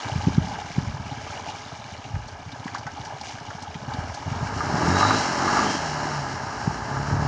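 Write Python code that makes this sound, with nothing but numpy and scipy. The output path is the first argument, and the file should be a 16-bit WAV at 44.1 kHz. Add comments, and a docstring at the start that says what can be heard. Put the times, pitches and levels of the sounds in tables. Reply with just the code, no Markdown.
"""First comes the putter of an idling quad bike, gulping big bubbles as it wades through a pond.
Each firing of its one cylinder thumps the half-sunken exhaust pipe and rattles the engine case, while
water laps, trickles and slaps around it. Then it revs twice: the pipe blows clear, the engine knocks,
the body panels buzz, the transmission whines and the wheels throw spray.
It settles to a chug as its tail sinks."""
import sys
import numpy as np
from scipy import signal
from scipy.fft import rfft, irfft
from scipy.io import wavfile
from scipy.ndimage import uniform_filter1d

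SR = 44100
rng = np.random.default_rng(int(sys.argv[2]) if len(sys.argv) > 2 else 0)


def transcribe(u):
    """Save the signal u as a 16-bit wav file named by the first command-line argument.

    u: samples, shape (n,) or (channels, n), limited to [-1, 1]; the rate is SR.
    q: integer samples, one column per channel.
    """
    v = np.clip(np.atleast_2d(u).T, -1, 1)
    q = np.round(v * 32767).astype(np.int16)
    wavfile.write(sys.argv[1], SR, q)


N = 320607
TIME = np.arange(N) / SR

# how often the engine fires, once every two turns: t/s, f/Hz
FIRING_RATE = [(0, 17.2), (1.3, 16.8), (2.1, 14.7), (2.5, 14.7), (2.65, 16), (2.8, 14.4), (3.75, 14.6),
               (4.0, 20), (4.24, 16.7), (4.42, 24), (4.6, 28), (4.85, 41.7), (4.99, 48.2), (5.15, 54.9),
               (5.27, 45), (5.36, 42.4), (5.616, 53.5), (5.72, 47.7), (5.874, 37.7), (6.02, 36.5),
               (6.12, 37.4), (6.27, 33), (6.6, 30.4), (6.87, 32.3), (7.01, 35.3), (7.27, 36.9)]
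# the pipe bobs up (louder) or under (quieter): t/s, length/s, level change/dB
PIPE_BOBS = [(0.03, 0.42, 6), (0.768, 0.39, 5.5), (1.194, 0.54, -3), (2.07, 0.11, 3.5), (3.887, 0.27, 4.5),
             (4.127, 0.07, -12), (4.24, 0.43, 2.5), (4.646, 0.27, 5.5), (6.907, 0.11, 6), (7.083, .3, 8.5)]
# two bubbles a firing: lowest f/Hz, highest f/Hz, half length/swings, mean delay/s, relative level/dB
FIRING_BUBBLES = [(82, 128, 1.1, 0.0069, 8.5), (150, 270, 1.7, 0.00998, 4)]
# the pipe's steady tones: t/s, level at the engine's turning rate/dB, level an octave higher/dB
PIPE_TONES = [(4.5, -66, -70), (4.8, -30.5, -37), (5.0, -28.5, -38.5), (5.15, -26.5, -53), (5.23, -47, -55),
              (5.48, -39.5, -53), (5.62, -38, -36), (5.85, -46, -39), (6.18, -50, -35.5), (6.4, -50, -45),
              (6.76, -33.5, -53), (6.85, -55.5, -54), (6.94, -38, -38.5), (7.27, -31, -32)]
# water around the body: t/s, lapping level/dB, trickle level/dB
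WASH_LEVELS = [(0, -35, -41.5), (.55, -37, -42.5), (1.06, -43, -46.5), (1.35, -37.5, -43.5),
               (2.15, -45.5, -49), (2.45, -44.5, -50.5), (3.1, -39.5, -47.5), (3.8, -43.5, -49.5),
               (3.97, -34, -47.5), (4.25, -39, -45), (6.0, -31, -48), (6.6, -39, -57), (7.27, -35, -50)]
# big exhaust bubbles: t/s, peak level/dB, f/Hz
BIG_BUBBLES = [(0.161, -13, 128), (.273, -5.5, 152), (0.2839, -10, 230), (0.3827, -3, 157),
               (0.784, -8, 157), (0.876, -19, 99), (2.108, -29, 120), (2.144, -17.5, 84.5),
               (2.165, -21, 121), (2.198, -34, 110), (2.659, -21.5, 211), (3.759, -22, 174),
               (3.989, -16, 111), (4.28, -18.5, 149), (4.43, -15.5, 126), (4.743, -12.5, 175),
               (4.887, -12, 195), (6.678, -9, 162), (7.128, -13.5, 100)]
# a hollow fills: t/s, length/s, first f/Hz, last f/Hz, loudest droplet's level/dB
HOLLOW = (1, 1, 2700, 4100, -41.5)
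# slaps of water: t/s, peak level/dB, time to fade by 60 dB (t60)/s, f/Hz
WATER_SLAPS = [(2.04, -32.5, 0.051, 2400), (2.149, -36, 0.062, 2010), (2.28, -36, 0.076, 4730),
               (2.518, -33.5, 0.06, 3960), (2.6455, -38, 0.031, 5130), (2.665, -29, 0.041, 1090),
               (2.677, -25.5, 0.04, 1840), (2.7436, -17.5, 0.055, 1080), (2.752, -27.5, 0.13, 1540),
               (2.78, -34, 0.072, 4800), (2.865, -25.5, 0.074, 1430), (2.967, -37, 0.027, 3570),
               (3.012, -33, .03, 3500), (3.048, -32, .067, 5100), (3.212, -25.5, 0.022, 4600),
               (3.303, -32, 0.035, 3000), (3.384, -31, 0.03, 1550), (3.399, -35, .05, 4530),
               (3.503, -27.5, 0.088, 1400), (3.622, -33, .07, 5410), (3.742, -30, 0.059, 2480),
               (3.935, -30.5, 0.06, 3840), (4.142, -29, 0.076, 5100)]
# a short shower of drops: t/s, half length/s, level/dB
DROP_SHOWER = (3.29, 0.057, -40)
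# the rider lets go of the throttle: t/s, level of the panel buzz/dB
REV_PEAKS = [(5.135, -25), (5.595, -24.5), (7.27, -39)]
# sharp engine knocks that set the body panels ringing: t/s, peak level/dB, rattle t60/s
HARD_FIRINGS = [(4.606, -15, 0.035), (4.968, -13.5, .025), (5.009, -9.5, 0.03), (5.029, -7.5, .035),
                (5.0495, -10.5, 0.018), (5.108, -7, 0.085), (5.479, -14, .03), (5.554, -16, .035),
                (5.569, -15, 0.039), (5.591, -12, .035), (6.969, -18, .021)]
# notes at which the body panels ring: f/Hz, width/Hz, level/dB
PANEL_NOTES = [(815, 40, -5), (995, 40, 0), (1205, 45, 8.5), (1360, 45, -3.5), (1630, 60, -3),
               (2120, 90, -6)]
# transmission whine near the top of each rev: t/s, half length/s, f/Hz, level/dB
GEAR_WHINES = [(5.087, 0.14, 3940, -34.5), (5.71, 0.065, 3150, -39.5)]
# tone colours (how strong each pitch is) of pipe, engine case, water and echo: f/Hz, level/dB
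FLOODED_PIPE_COLOUR = [(30, -28), (45, -8), (65, -3), (110, 4), (145, -3), (220, -5), (300, -12),
                       (420, -30), (3000, -66)]
CLEAR_PIPE_COLOUR = [(30, -26), (65, -5.5), (110, -1), (150, -.5), (215, 1.5), (320, 2), (430, -5),
                     (520, -16), (900, -25.5), (3000, -59.5)]
CASE_COLOUR = [(150, -20.5), (265, -5), (360, -15), (435, -3.5), (500, -16), (580, -5), (740, -3.5),
               (890, 1), (1100, -7), (1210, -3), (1430, -8.5), (1640, -4.5), (1900, -15), (2600, -33),
               (6000, -65.5)]
SLOSH_COLOUR = [(150, -18.5), (280, 0), (370, -6), (435, -1.5), (500, -9.5), (580, -3), (730, -2.5),
                (820, 2.5), (960, -1.5), (1100, -10), (1220, -5), (1420, -9.5), (1600, -2.5), (1950, -15),
                (2320, -7), (2600, -28), (2880, -8.5), (3900, -40)]
TRICKLE_COLOUR = [(900, -27), (2000, -4), (2300, 1.5), (2600, -5.5), (2870, 1.5), (3600, -3.5), (5800, 0.5),
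                  (6900, -5), (7500, -12), (8000, -22), (9000, -19), (10300, -43.5)]
SPRAY_COLOUR = [(1200, -26.5), (2100, 2), (2450, -6.5), (2800, 0), (3300, -7), (3570, -13), (3950, -3.5),
                (4950, -1.5), (5500, 2.5), (6150, -4.5), (7000, -5), (8000, -20.5), (9200, -21.5),
                (10200, -54.5)]
ECHO_COLOUR = [(60, 10), (400, -2.5), (1000, -3), (3000, -4), (9000, -15)]

# base levels at idle, and their rise for each doubling (octave) of engine speed
IDLE_HZ = 15
EXHAUST_DB, EXHAUST_DB_PER_OCTAVE = -41.5, 7
CLATTER_DB, CLATTER_DB_PER_OCTAVE = -47, 9.5
SPRAY_DB, SPRAY_DB_PER_OCTAVE = -51.5, 12
# "pull": speeding up makes the engine louder, slowing down makes it quieter
PULL_OCTAVES_PER_S, PULL_EXHAUST_DB, PULL_CLATTER_DB = 3.9, 7.5, 3.5
# between these firing rates the pipe blows clear and the beat grows more even
CLEARING_HZ, UNEVEN_FLOODED, UNEVEN_CLEAR = (28.7, 43), 0.7, 0.24
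# between these firing rates the clutch takes hold and the drive adds to the clatter
CLUTCH_HZ, DRIVE_DB = (12.2, 21.7), 6
SWEPT_DB = -15.5  # at speed the wheels sweep the wash away
# between these times the tail sinks, and water muffles the engine and wheels
SINKING_S, SUNK_CLATTER_DB, SUNK_SPRAY_DB = (5.39, 7.78), -3.5, -7


def undb(db):
    """Turn decibels into a number to multiply by."""
    return 10 ** (np.asarray(db) / 20)


def unit(x):
    """Scale to an average strength (rms) of 1."""
    return x / np.sqrt(np.mean(x ** 2))


def curve(rows, column=1):
    """One column of a table, joined by straight lines in time."""
    rows = np.array(rows)
    return np.interp(TIME, rows[:, 0], rows[:, column])


def wander(hz):
    """A random wobble of size about 1 that changes course hz times a second."""
    return unit(np.interp(TIME * hz, np.arange(4096), rng.standard_normal(4096)))


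def colour(x, points):
    """Filter a sound to give it a tone colour."""
    hz, db = np.transpose(points)
    size = 8192
    grid_hz = np.arange(size // 2 + 1) * SR / size
    gain = undb(np.interp(np.log(grid_hz + 1), np.log(hz), db))
    # this fold makes the filter ring after a hit, never before it
    cepstrum = irfft(np.log(gain))
    cepstrum[1:size // 2] *= 2
    cepstrum[size // 2 + 1:] = 0
    return signal.fftconvolve(x, irfft(np.exp(rfft(cepstrum))))[:len(x)]


def add(out, s, x):
    """Mix a short sound in at s seconds."""
    i = int(np.clip(s * SR, 0, N))
    out[i:i + len(x)] += x[:N - i]


def puff(t60):
    """A dying puff of noise."""
    t = TIME[:int(t60 * SR) + 2]
    return rng.standard_normal(len(t)) * undb(-60 * t / t60)


def taps(per_second, spread_db):
    """Random taps, a few much larger than the rest."""
    size = undb(spread_db * np.minimum(rng.exponential(size=N), 4))
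    return unit((rng.random(N) < per_second / SR) * size * rng.choice([-1, 1], N))


def flares(pulses, t60):
    """Noise that flares at each pulse and dies away."""
    decay = np.exp(-np.log(1000) / (t60 * SR))
    return unit(signal.lfilter([1], [1, -decay], pulses) * rng.standard_normal(N))


def firings(cycle, scatter_db, jitter):
    """One pulse a firing; water at the outlet upsets their size (scatter) and timing (jitter)."""
    at = np.flatnonzero(np.diff(np.floor(cycle)))
    period = 1 / np.diff(cycle)[at]
    uneven = np.interp(np.gradient(cycle) * SR, CLEARING_HZ, [UNEVEN_FLOODED, UNEVEN_CLEAR])
    chance = np.clip(rng.standard_normal((len(at), 2)), -2, 2) * uneven[at, None]
    when = np.clip(at + (jitter * period * chance[:, 0]).astype(int), 0, N - 1)
    pulses = np.zeros(N)
    pulses[when] = undb(scatter_db * chance[:, 1]) * np.sqrt(period)
    return pulses


def exhaust(cycle, opening, octaves, pull, sunk):
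    """Each firing thumps the pipe: dull and bubbly under water, brighter when blown clear."""
    pulses = firings(cycle, scatter_db=4.5, jitter=0.02)
    rush_db = -6 * opening * (1 + pull)
    gas = unit(unit(pulses) + undb(rush_db) * flares(pulses, t60=0.22))
    thump = undb(-6 * (1 - opening)) * unit(colour(gas, FLOODED_PIPE_COLOUR))
    flooded = thump + (1 - opening) * burble(cycle)
    clear = unit(colour(gas, CLEAR_PIPE_COLOUR))
    above_water = opening * (1 - sunk ** 2)
    beat = (1 - above_water) * flooded + above_water * clear
    return beat * undb(EXHAUST_DB + EXHAUST_DB_PER_OCTAVE * octaves + PULL_EXHAUST_DB * pull + bobbing())


def bobbing(ramp_s=0.05):
    """How many dB the exhaust gains or loses as its outlet rises and dips."""
    return sum(db * np.clip(np.minimum(TIME - s, s + length - TIME) / ramp_s + 0.5, 0, 1)
               for s, length, db in PIPE_BOBS)


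def gas_pocket(hz, swings, skew):
    """A pocket of gas swells and collapses, loudest in the middle; skew makes it lopsided."""
    half_s = swings / hz
    reach = int(3 * half_s * SR)
    t = np.arange(-reach, reach) / SR
    swell = np.exp(-(t / half_s) ** 2)
    phase = 2 * np.pi * hz * t
    return swell * (np.cos(phase) + skew * swell * np.cos(2 * phase)) / (1 + skew)


def burble(cycle, scatter_db=5):
    """Each firing blows a large and a small bubble out of the flooded pipe."""
    out = np.zeros(N)
    fired = TIME[np.flatnonzero(np.diff(np.floor(cycle)))]
    for low_hz, high_hz, swings, delay_s, db in FIRING_BUBBLES:
        for s, (pitch, softness, late) in zip(fired, rng.random((len(fired), 3))):
            blub = gas_pocket(low_hz + pitch * (high_hz - low_hz), swings, skew=0)
            peak_s = s + delay_s * (0.5 + late)
            add(out, peak_s - len(blub) / (2 * SR), undb(db - scatter_db * softness) * blub)
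    return out


def clatter(cycle, load):
    """Firings and valves rattle the engine case over the rush of the wheels; load hardens the blows."""
    blows = firings(cycle, scatter_db=4, jitter=0.02)
    valves = flares(firings(cycle + 1 / 2, scatter_db=5.5, jitter=0.018), t60=0.055)
    hard = undb(-8) * load * unit(blows)
    rattle = undb(-2.5) * flares(blows, t60=0.19)
    wheels = undb(3) * taps(4000, spread_db=2.5)
    return unit(colour(hard + rattle + undb(-2) * valves + wheels, CASE_COLOUR))


def droplet(hz, swings, glide):
    """One small bubble; its pitch rises as it rings out."""
    age = np.arange(int(swings * SR / hz)) * hz / (swings * SR)  # 0 to 1
    return undb(-60 * age) * np.sin(2 * np.pi * swings * age * (1 + glide * age))


def bubbles(count, low_hz, high_hz, swings, glide):
    """Small bubbles ring at random moments."""
    out = np.zeros(N)
    for when, pitch, softness in rng.random((count, 3)):
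        hz = low_hz * (high_hz / low_hz) ** pitch
        add(out, when * N / SR, undb(-18 * softness) * droplet(hz, swings, glide))
    return unit(out)


def slosh():
    """Lapping water: a patchy wash with many small ringing bubbles."""
    wash = (taps(3500, spread_db=3) + rng.standard_normal(N)) * undb(1.6 * wander(24))
    ringing = undb(-8) * bubbles(count=2200, low_hz=600, high_hz=2800, swings=24, glide=0.07)
    return unit(colour(unit(wash) + ringing, SLOSH_COLOUR))


def trickle():
    """Patches of ringing droplets run off the body."""
    droplets = undb(-3.5) * bubbles(count=3000, low_hz=1900, high_hz=7000, swings=32, glide=0.05)
    patches = undb(1.5 * wander(30))
    patter = taps(1500, spread_db=4) + droplets + rng.standard_normal(N)
    return unit(colour(patter * patches, TRICKLE_COLOUR))


def spray(octaves, sunk, flight_s=0.024):
    """Wheels throw drops, in patches when slow and in a sheet when fast; they land a moment later."""
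    patchy_db = np.interp(octaves, [0.4, 1.2], [2.2, 0.8])
    sheet = taps(7000, spread_db=2.5) * undb(patchy_db * wander(35))
    thrown_db = SPRAY_DB + SPRAY_DB_PER_OCTAVE * octaves + SUNK_SPRAY_DB * sunk
    return unit(colour(sheet, SPRAY_COLOUR)) * undb(np.interp(TIME - flight_s, TIME, thrown_db))


def gulps():
    """Exhaust gas comes up in big pockets."""
    out = np.zeros(N)
    for s, db, hz in BIG_BUBBLES:
        gulp = gas_pocket(hz, swings=0.62, skew=0.18)
        add(out, s - len(gulp) / (2 * SR), undb(db) * gulp)
    return out


def filling(count=200):
    """A thin run of droplets climbs in pitch as water fills a hollow."""
    out = np.zeros(N)
    s, length, from_hz, to_hz, db = HOLLOW
    for part, pitch, softness in rng.random((count, 3)):
        hz = (from_hz + part * (to_hz - from_hz)) * (0.92 + 0.16 * pitch)
        add(out, s + part * length, undb(db - 10 * softness) * droplet(hz, swings=40, glide=0.02))
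    return out


def slaps(rise_s=0.0011):
    """Slaps of water crack brightly and ring the air that they trap."""
    out = np.zeros(N)
    for s, db, t60, hz in WATER_SLAPS:
        splash = puff(t60)
        splash *= 1 - np.exp(-TIME[:len(splash)] / rise_s)
        air = signal.iirpeak(hz, Q=1.8, fs=SR)
        ring = unit(signal.lfilter(*air, signal.lfilter(*air, splash)))
        crack = undb(-10.5) * unit(colour(splash, TRICKLE_COLOUR))
        slap = signal.sosfilt(signal.butter(3, 7300, fs=SR, output="sos"), ring + crack)
        add(out, s, undb(db) * slap / np.abs(slap).max())
    return out


def shower():
    """Water flung up by a wheel patters back onto the pond."""
    s, half_s, db = DROP_SHOWER
    patter = unit(colour(taps(1200, spread_db=2.5), TRICKLE_COLOUR))
    return patter * undb(db) * np.exp(-((TIME - s) / half_s) ** 2)


def panels(x):
    """The body panels ring; they give off little sound outside the middle pitches."""
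    middle = signal.sosfilt(signal.butter(3, [720, 1750], "band", fs=SR, output="sos"), x)
    return sum(undb(db) * signal.lfilter(*signal.iirpeak(hz, hz / width, SR), middle)
               for hz, width, db in PANEL_NOTES)


def engine_knocks(rattle_db=-9):
    """Extra hard firings knock sharply and set the body panels ringing."""
    out = np.zeros(N)
    for s, db, t60 in HARD_FIRINGS:
        rattle = puff(t60)
        blow = signal.unit_impulse(len(rattle)) + undb(rattle_db) * rattle / np.linalg.norm(rattle)
        ring = panels(np.pad(blow, (0, SR // 20)))
        add(out, s, undb(db) * ring / np.abs(ring).max())
    return out


def drone(cycle):
    """Under way, the pipe hums at the engine's turning rate and an octave above it."""
    crank = 2 * np.pi * 2 * cycle + 0.2 * wander(30)  # two turns a firing
    low = undb(curve(PIPE_TONES)) * np.sin(crank)
    high = undb(curve(PIPE_TONES, column=2)) * np.sin(2 * crank)
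    return np.sqrt(2) * (low + high) * undb(2.2 * wander(22))


def rasp(cycle, rise_db_per_s=57, fall_db_per_s=264):
    """Firings buzz the panels, building with each burst of throttle and fading as the rider lets go."""
    pulses = firings(cycle, scatter_db=3, jitter=0.017) * undb(3.5 * wander(70))
    buzz = unit(panels(unit(pulses) + undb(4) * flares(pulses, t60=0.06)))
    swells_db = [db - np.maximum((s - TIME) * rise_db_per_s, (TIME - s) * fall_db_per_s)
                 for s, db in REV_PEAKS]
    return buzz * undb(np.max(swells_db, axis=0))


def whine(rise_hz_per_s=490):
    """The hard-working transmission sings a rough, rising tone that swells and fades."""
    out = np.zeros(N)
    for s, half_s, hz, db in GEAR_WHINES:
        t = np.clip(TIME - s, -4 * half_s, 4 * half_s)
        phase = 2 * np.pi * np.cumsum(hz + rise_hz_per_s * t + 90 * wander(500)) / SR
        tone = unit(np.sin(phase) * undb(2.7 * wander(140)))
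        out += tone * undb(db) * np.exp(-(t / half_s) ** 2)
    return out


def bank_echo(x, t60=0.62, echo_db=-20):
    """The bank scatters a faint, dull echo back over the water."""
    echo = colour(puff(t60), ECHO_COLOUR)
    return x + undb(echo_db) * signal.fftconvolve(x, echo / np.linalg.norm(echo))[:N]


def scene():
    """Engine speed and its rise set how loud and open the pipe sounds and how hard the wheels churn."""
    hz = curve(FIRING_RATE)
    cycle = np.cumsum(hz) / SR  # counts the firings
    octaves = np.log2(hz / IDLE_HZ)
    speeding_up = uniform_filter1d(np.gradient(octaves) * SR, size=SR // 10)
    pull = np.tanh(speeding_up / PULL_OCTAVES_PER_S)
    load = np.clip((hz - 30) / 16, 0, 1) * np.clip(0.5 + pull, 0, 1)
    opening = np.clip((hz - 18) / 28, 0, 1)  # 0 is a flooded pipe, 1 a clear one
    driving = np.interp(hz, CLUTCH_HZ, [0, 1])
    sunk = np.interp(TIME, SINKING_S, [0, 1])
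    clatter_db = CLATTER_DB + CLATTER_DB_PER_OCTAVE * octaves + DRIVE_DB * driving
    clatter_db += PULL_CLATTER_DB * pull + SUNK_CLATTER_DB * sunk
    pipe = exhaust(cycle, opening, octaves, pull, sunk) + drone(cycle)
    engine = pipe + clatter(cycle, load) * undb(clatter_db) + rasp(cycle) + whine()
    wash = slosh() * undb(curve(WASH_LEVELS)) + trickle() * undb(curve(WASH_LEVELS, column=2))
    wash *= undb(SWEPT_DB * opening)
    water = wash + gulps() + filling() + shower() + driving * spray(octaves, sunk)
    return bank_echo(engine + water + engine_knocks() + slaps())[None]


def record(dry, low_hz=42, top_hz=9800):
    """A small microphone misses the deepest bass and the highest treble."""
    thin = signal.sosfilt(signal.butter(4, low_hz, "high", fs=SR, output="sos"), dry)
    return signal.sosfilt(signal.ellip(8, 0.2, 70, top_hz, fs=SR, output="sos"), thin)


dry = scene()
out = record(dry)
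transcribe(out)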